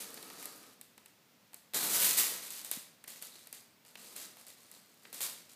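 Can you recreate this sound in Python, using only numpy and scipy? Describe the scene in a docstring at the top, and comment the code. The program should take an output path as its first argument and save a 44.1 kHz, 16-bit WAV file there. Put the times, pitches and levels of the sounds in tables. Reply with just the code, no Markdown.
"""A small, quiet bedroom, one microphone close to a bed spread with a sheet of wrapping paper.
A cat shifts on the sheet, whirls round in a pounce, then paws at it. Creases buckle in swarms of tiny
clicks that ring small facets, single folds snap through, and the whole sheet flaps. A soft, breathy hiss
opens the scene and returns twice, fainter. A claw drags twice, a paw thuds once on the mattress, and
the near walls answer the paper."""
import sys
import numpy as np
from scipy import signal
from scipy.fft import rfft, irfft
from scipy.io import wavfile

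SR = 44100
rng = np.random.default_rng(int(sys.argv[2]) if len(sys.argv) > 2 else 0)


def log_audio(samples):
    """Write samples as a 16-bit WAV file to the path given in sys.argv[1]."""
    # one column per channel
    frames = np.atleast_2d(samples).T
    # limit to full scale, then quantise
    limited = np.clip(frames, -1, 1)
    pcm = np.round(limited * 32767).astype(np.int16)
    wavfile.write(sys.argv[1], SR, pcm)


N = 244755
TIME = np.arange(N) / SR
ATTACK_S, RELAX_DB_PER_S = 0.0043, 182  # a push builds up, then the sheet relaxes
REFERENCE_DB = -47.5  # the push against which flapping and lesser folds are scaled

# the main folds snapping through:
# (time [s], crack level [dB], panel level [dB], crack pitch [Hz], panel pitch [Hz])
MAIN_FOLDS = [(0.1422, -43.5, -52, 12100, 4500), (0.173, -55, -45.5, 9000, 4030),
              (0.2264, -47, -47.5, 9000, 3980), (.3006, -51, -47, 9200, 900),
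              (0.4262, -44, -48.5, 12300, 900), (0.4552, -36.5, -46.5, 10600, 4200),
              (0.636, -68, -54, 9000, 1200), (.812, -44.5, -52.5, 10000, 3780),
              (0.978, -53.5, -52.5, 8700, 900), (1.0587, -51.5, -55, 8800, 2620),
              (1.532, -55, -53.5, 9400, 890), (1.5425, -42.5, -53, 10100, 4240),
              (1.7353, -42, -40.5, 11000, 3500), (1.7437, -36, -37, 10000, 3900),
              (2.5044, -39, -60, 9900, 3900), (2.6467, -38, -47, 9100, 3800),
              (2.7132, -27.5, -38, 10700, 3560), (3.0401, -48, -49.5, 8000, 1800),
              (3.078, -43, -51, 11700, 5530), (3.2233, -39, -46, 11000, 4100),
              (3.3547, -55, -52.5, 7400, 4130), (3.4707, -47, -52, 10500, 4070),
              (3.5269, -39.5, -48, 10500, 4770), (3.8494, -59.5, -57.5, 10900, 4700),
              (3.954, -53, -44, 10000, 2630), (4.1629, -40, -50, 9700, 2520),
              (4.3688, -54.5, -53.5, 12500, 900), (4.4666, -50, -54.5, 9200, 4900),
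              (4.4823, -50, -68, 7400, 4600), (4.714, -47.5, -59, 9200, 2070),
              (5.0516, -72, -48, 8500, 1890), (5.128, -43, -47, 11200, 4200),
              (5.1435, -42, -51, 9400, 5400), (5.2057, -36.5, -39, 11000, 3300)]


def undb(db):
    """Decibels to gain."""
    return 10 ** (np.asarray(db) / 20)


def unit(x):
    """Scale to an rms of one."""
    return x / np.sqrt(np.mean(x ** 2) + 1e-20)


def convolve(x, response):
    """Filter by an impulse response, keeping the length."""
    return signal.oaconvolve(x, response)[:len(x)]


def add(out, when, x):
    """Mix a short sound in at a time in seconds."""
    i = max(int(when * SR), 0)
    out[i:i + len(x)] += x[:max(len(out) - i, 0)]


def colour(points, size=2048):
    """Minimum-phase response of unit energy, shaped by (frequency [Hz], relative level [dB]) points."""
    hz, db = np.transpose(points)
    log_hz = np.log(np.fft.rfftfreq(size, 1 / SR) + 1)
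    gain = undb(np.interp(log_hz, np.log(hz), db))
    cepstrum = irfft(np.log(gain))
    cepstrum[1:size // 2] *= 2
    cepstrum[size // 2 + 1:] = 0
    return unit(irfft(np.exp(rfft(cepstrum)))) / np.sqrt(size)


def resonate(x, hz, width_hz):
    """Two-pole resonance, gain one at its centre."""
    hz = min(hz, .45 * SR)
    return signal.lfilter(*signal.iirpeak(hz, hz / width_hz, fs=SR), x)


def swell(start, end, fall_db_per_s=RELAX_DB_PER_S, attack_s=ATTACK_S):
    """Envelope that rises, holds until the end and dies away."""
    return np.clip((TIME - start) / attack_s, 0, 1) * undb(-fall_db_per_s * np.maximum(TIME - end, 0))


def buckles(per_s, spread_db):
    """Random impulses of unit mean power: many small, a few large."""
    chance = np.minimum(per_s / SR, 1)
    sizes = unit(undb(spread_db * np.minimum(rng.exponential(size=N), 3.5)))
    return (rng.random(N) < chance) * rng.choice([-1, 1], N) * sizes / np.sqrt(chance)


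def burst(envelope):
    """A click smeared over an envelope, as bending waves of different pitch travel at different speeds."""
    spectrum = rfft(rng.standard_normal(len(envelope)) * envelope)
    flat_noise = irfft(spectrum / np.abs(spectrum), len(envelope))
    return flat_noise * np.sqrt(envelope / envelope.max())


def room_tone(level_db=-65.5):
    """Steady low room noise under a faint hiss."""
    # spectrum of the still room: (frequency [Hz], relative level [dB])
    spectrum = [(25, -46), (60, -20), (110, -5.5), (170, -2), (230, 1.5), (330, -6), (580, -7.5),
                (850, -9.5), (2200, -11.5), (5000, -14), (10000, -20.5), (15500, -16)]
    return undb(level_db) * convolve(rng.standard_normal(N), colour(spectrum))


def bedroom(direct):
    """At the microphone: direct sound, two scattered echoes and a short tail that loses treble first."""
    # first echoes off the bed and the near walls: (delay [s], spread [s], level [dB])
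    echoes = [(.005, 0.0033, -25), (.017, 0.0017, -20)]
    t = TIME[:SR // 2]
    response = np.zeros(len(t))
    for delay, spread, db in echoes:
        window = np.exp(-((t - delay - spread / 2) / (spread / 2)) ** 2 / 2)
        response += undb(db) * unit(rng.standard_normal(len(t)) * window)
    build_up = np.clip((t - .012) / 0.0064, 0, 1)
    for band, t60_s, db in (("low", 0.55, -5), ("high", .4, -9.5)):
        tail = unit(rng.standard_normal(len(t)) * build_up * undb(-60 * t / t60_s))
        response += undb(db) * signal.sosfilt(signal.butter(2, 5500, band, fs=SR, output="sos"), tail)
    return direct + convolve(direct, response / np.sqrt(len(t)))


def pawfall(when=2.768, level_db=-43.5, hz=225, length_s=0.014):
    """The mattress gives under a paw and springs back: a soft thud of about three swings."""
    out, t = np.zeros(N), TIME[:2048]
    press = np.sin(np.pi * np.minimum(t / length_s, 1)) ** 2
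    add(out, when, undb(level_db) * press * np.sin(2 * np.pi * hz * t))
    return out


def hiss_strength(fade_db_per_s=31.5):
    """Envelope of the breathy hiss: each spell holds steady, fades and stops."""
    # spells of hiss: (start [s], fades [s], stops [s], strength [dB])
    spells = [(0, 0.454, 0.726, -54.5), (3.974, 4.25, 4.4, -63), (5.024, 5.28, 5.38, -66)]
    return sum(undb(db - fade_db_per_s * np.maximum(TIME - fades, 0))
               * swell(start, stops, fall_db_per_s=260) for start, fades, stops, db in spells)


def breathy_hiss(strength):
    """A soft, breathy, fine-grained hiss with hollow, vowel-like resonances."""
    # spectrum of the hiss: (frequency [Hz], relative level [dB])
    spectrum = [(80, -16), (200, 3.5), (700, 0), (3200, -4.5), (5600, -3), (8000, -2), (13000, -3),
                (15500, -10.5)]
    # vowel-like resonances: (frequency [Hz], width [Hz], gain [dB])
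    peaks = [(274, 87, 4.7), (440, 55, 6.8), (1243, 94, 8.1), (4000, 270, 1.4), (4670, 380, 2.4)]
    grain = buckles(per_s=6000, spread_db=1)
    ring = sum(undb(db) * resonate(rng.standard_normal(N), hz, width) for hz, width, db in peaks)
    return convolve(strength * (grain + ring), colour(spectrum))


def claw_scratches(hz=4000, width_hz=630):
    """A claw catches and slips in quick succession, ringing one stiff panel."""
    # drags of the claw: (start [s], length [s], level [dB])
    drags = [(1.744, 0.02, -44.5), (3.313, 0.066, -63.5)]
    strength = sum(undb(db) * swell(start, start + length) for start, length, db in drags)
    catches = buckles(per_s=390, spread_db=0.5)
    return strength * unit(resonate(resonate(catches, hz, width_hz), hz, width_hz))


def push_strength():
    """Envelope of the single paw pushes, added in power."""
    # paws pressing on the sheet: (start [s], length [s], strength [dB])
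    pushes = [(0, 0.01, -44.5), (0.38, 0.046, -53.5), (2.419, 0.055, -47), (2.502, 0.094, -47.5),
              (2.645, 0.043, -50), (2.715, 0.018, -43), (3.074, 0.038, -49.5), (3.157, 0.018, -55),
              (3.213, 0.04, -50), (3.335, 0.089, -60), (3.532, 0.02, -53), (3.858, 0.046, -63),
              (3.969, 0.16, -57), (4.155, 0.07, -48.5), (4.376, 0.033, -58.5), (4.468, .04, -57),
              (4.57, 0.12, -64.5), (4.713, 0.054, -60), (4.806, 0.27, -70), (5.129, 0.067, -49),
              (5.21, 0.032, -37.5), (5.322, 0.091, -61.5), (5.489, 0.032, -59)]
    return np.sqrt(sum((undb(db) * swell(start, start + length)) ** 2 for start, length, db in pushes))


def pounce_strength():
    """Envelopes of crackle and flapping through the pounce: they start at once and relax afterwards."""
    # one unbroken whirl on the sheet: (time [s], relative crackle level [dB], relative flap level [dB])
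    whirl = [(1.745, -31.5, -42.5), (1.773, -32, -43), (1.791, -37.5, -50.5), (1.805, -37, -44),
             (1.849, -32.5, -44.5), (1.895, -36, -50), (1.961, -28, -44.5), (1.989, -34.5, -51),
             (1.999, -30, -44), (2.057, -26.5, -46), (2.165, -36.5, -53.5), (2.173, -29.5, -47.5),
             (2.187, -25, -46), (2.237, -32, -53.5), (2.311, -38.5, -51.5), (2.38, -45.5, -57)]
    times, crackle_db, flap_db = np.transpose(whirl)
    gate = swell(times[0] - .004, times[-1], attack_s=0.0044)
    crackling = gate * undb(np.interp(TIME, times, crackle_db) - 1.88)
    flapping = gate * undb(np.interp(TIME, times, flap_db) - 1)
    return crackling, flapping


def settling_strength(relative_db=-20):
    """Envelope of the creases that go on settling after each main fold's crack."""
    return sum(undb(crack_db + relative_db) * swell(when, when, fall_db_per_s=156)
               for when, crack_db, *_ in MAIN_FOLDS)


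def flap(strength):
    """Broad panels of the sheet pop over and push air: the low body of the rustle."""
    # spectrum of the flapping: (frequency [Hz], relative level [dB])
    spectrum = [(60, -27), (110, -14.5), (170, 0.5), (280, 2), (550, 2.5), (850, -1), (1300, -2.5),
                (2400, -7.5), (4200, -29), (7000, -33)]
    per_s = 600 * (strength / undb(-59)) ** .5 + 100
    return convolve(strength * buckles(per_s, spread_db=1), colour(spectrum))


def crackle(strength, facet_count=512, ring_s=0.00066):
    """Creases buckle faster and brighter the harder the paper is worked; each rings one small facet."""
    # spectrum of the crackle: (frequency [Hz], relative level [dB])
    spectrum = [(530, -51), (900, -10), (1430, -9), (1690, -9.5), (1930, -5.5), (3030, -5), (3850, -3),
                (5000, -2.5), (5500, -5.5), (5980, -2), (8050, 1.5), (10200, 0.5), (12400, 2.5), (14300, 0),
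                (15500, -4.5)]
    clicks = buckles(per_s=900 * (strength / undb(-49)) ** .5 + 80, spread_db=3)
    struck = rng.integers(facet_count, size=N)
    t = TIME[:160]
    rings = unit(rng.standard_normal((facet_count, len(t))) * np.exp(-t / ring_s)) / np.sqrt(len(t))
    onsets = np.flatnonzero(clicks)
    places = onsets[:, None] + np.arange(len(t))
    grains = clicks[onsets, None] * rings[struck[onsets]]
    facets = np.bincount(places.ravel(), grains.ravel(), N)[:N]
    rub = rng.standard_normal(N)  # fur and bedding slide along the sheet
    crisp = convolve(strength * (facets + rub), colour(spectrum))
    # gentle bending is duller and brings out the sheet's own resonance
    dull = signal.lfilter(*signal.butter(1, 8000, fs=SR), crisp)
    soft = dull + undb(-4.5) * resonate(crisp, hz=4170, width_hz=1730)
    crisp_share = strength / (strength + undb(-48))
    return crisp_share * crisp + (1 - crisp_share) * soft


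def lesser_folds(strength, per_s=30, spread_db=3.5):
    """Rows like MAIN_FOLDS for folds that give way at random, louder as the strength rises."""
    folds = []
    draws = rng.uniform(-1, 1, (int(N / SR * per_s), 5))
    for slot, (jitter, size, ring, sharpness, pitch) in enumerate(draws):
        when = (slot + (jitter + 1) / 2) / per_s
        strength_db = 20 * np.log10(strength[int(when * SR)] + 1e-9) - REFERENCE_DB
        gain_db = 0.88 * strength_db + spread_db * size
        crack_db, panel_db = gain_db - 48.5, gain_db - 55.5 + spread_db * ring
        crack_hz, panel_hz = 10800 * 2 ** (0.24 * sharpness), 3360 * 2 ** (.7 * pitch)
        folds.append((when, crack_db, panel_db, crack_hz, panel_hz))
    return folds


def snaps(folds):
    """A fold runs through in a millisecond or two: a bright crack over a panel's longer, duller ring."""
    # broad resonances common to all panels between creases: (frequency [Hz], width [Hz], gain [dB])
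    panel_modes = [(650, 750, 1.5), (2180, 1400, 2.5), (3730, 790, -7.5)]
    out, t = np.zeros(N), TIME[:1400]
    scale = np.sqrt(.003 * SR / len(t))  # a snap's level is its energy spread over 3 ms
    for when, crack_db, panel_db, crack_hz, panel_hz in folds:
        jolt = burst(t * np.exp(-t / 0.00098))
        push = burst((1 - np.exp(-t / 0.0004)) * np.exp(-t / 0.0081))
        fold = resonate(jolt, 8000, 2000) - undb(0.5) * resonate(jolt, 13200, 2300)
        crack = resonate(fold, crack_hz, width_hz=8200)
        common = sum(undb(db) * resonate(push, hz, width) for hz, width, db in panel_modes)
        own = undb(4.5) * resonate(push, panel_hz, 0.16 * panel_hz)  # a panel's size sets its pitch
        panel = signal.sosfilt(signal.butter(2, 5500, fs=SR, output="sos"), common + own)
        add(out, when, scale * (undb(crack_db) * unit(crack) + undb(panel_db) * unit(panel)))
    return out


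def scene():
    """In mono from the bedside: the paper rings out into the room; the thud stays dry in the bedding."""
    pushes, hissing = push_strength(), hiss_strength()
    pounce_crackle, pounce_flap = pounce_strength()
    work = np.hypot(pushes, pounce_crackle)
    push_flap = undb(-63.5) * (pushes / undb(REFERENCE_DB)) ** .7  # grows more slowly than crackle
    direct = crackle(np.hypot(work, settling_strength()))
    direct += flap(np.hypot(push_flap, pounce_flap))
    direct += breathy_hiss(hissing) + claw_scratches()
    direct += snaps(MAIN_FOLDS) + snaps(lesser_folds(np.hypot(work, hissing)))
    return (bedroom(direct) + pawfall() + room_tone())[None]


def record(dry):
    """The recorder cuts the top steeply above 15.4 kHz."""
    return signal.sosfilt(signal.ellip(10, .2, 70, 15400, fs=SR, output="sos"), dry)


dry = scene()
out = record(dry)
log_audio(out)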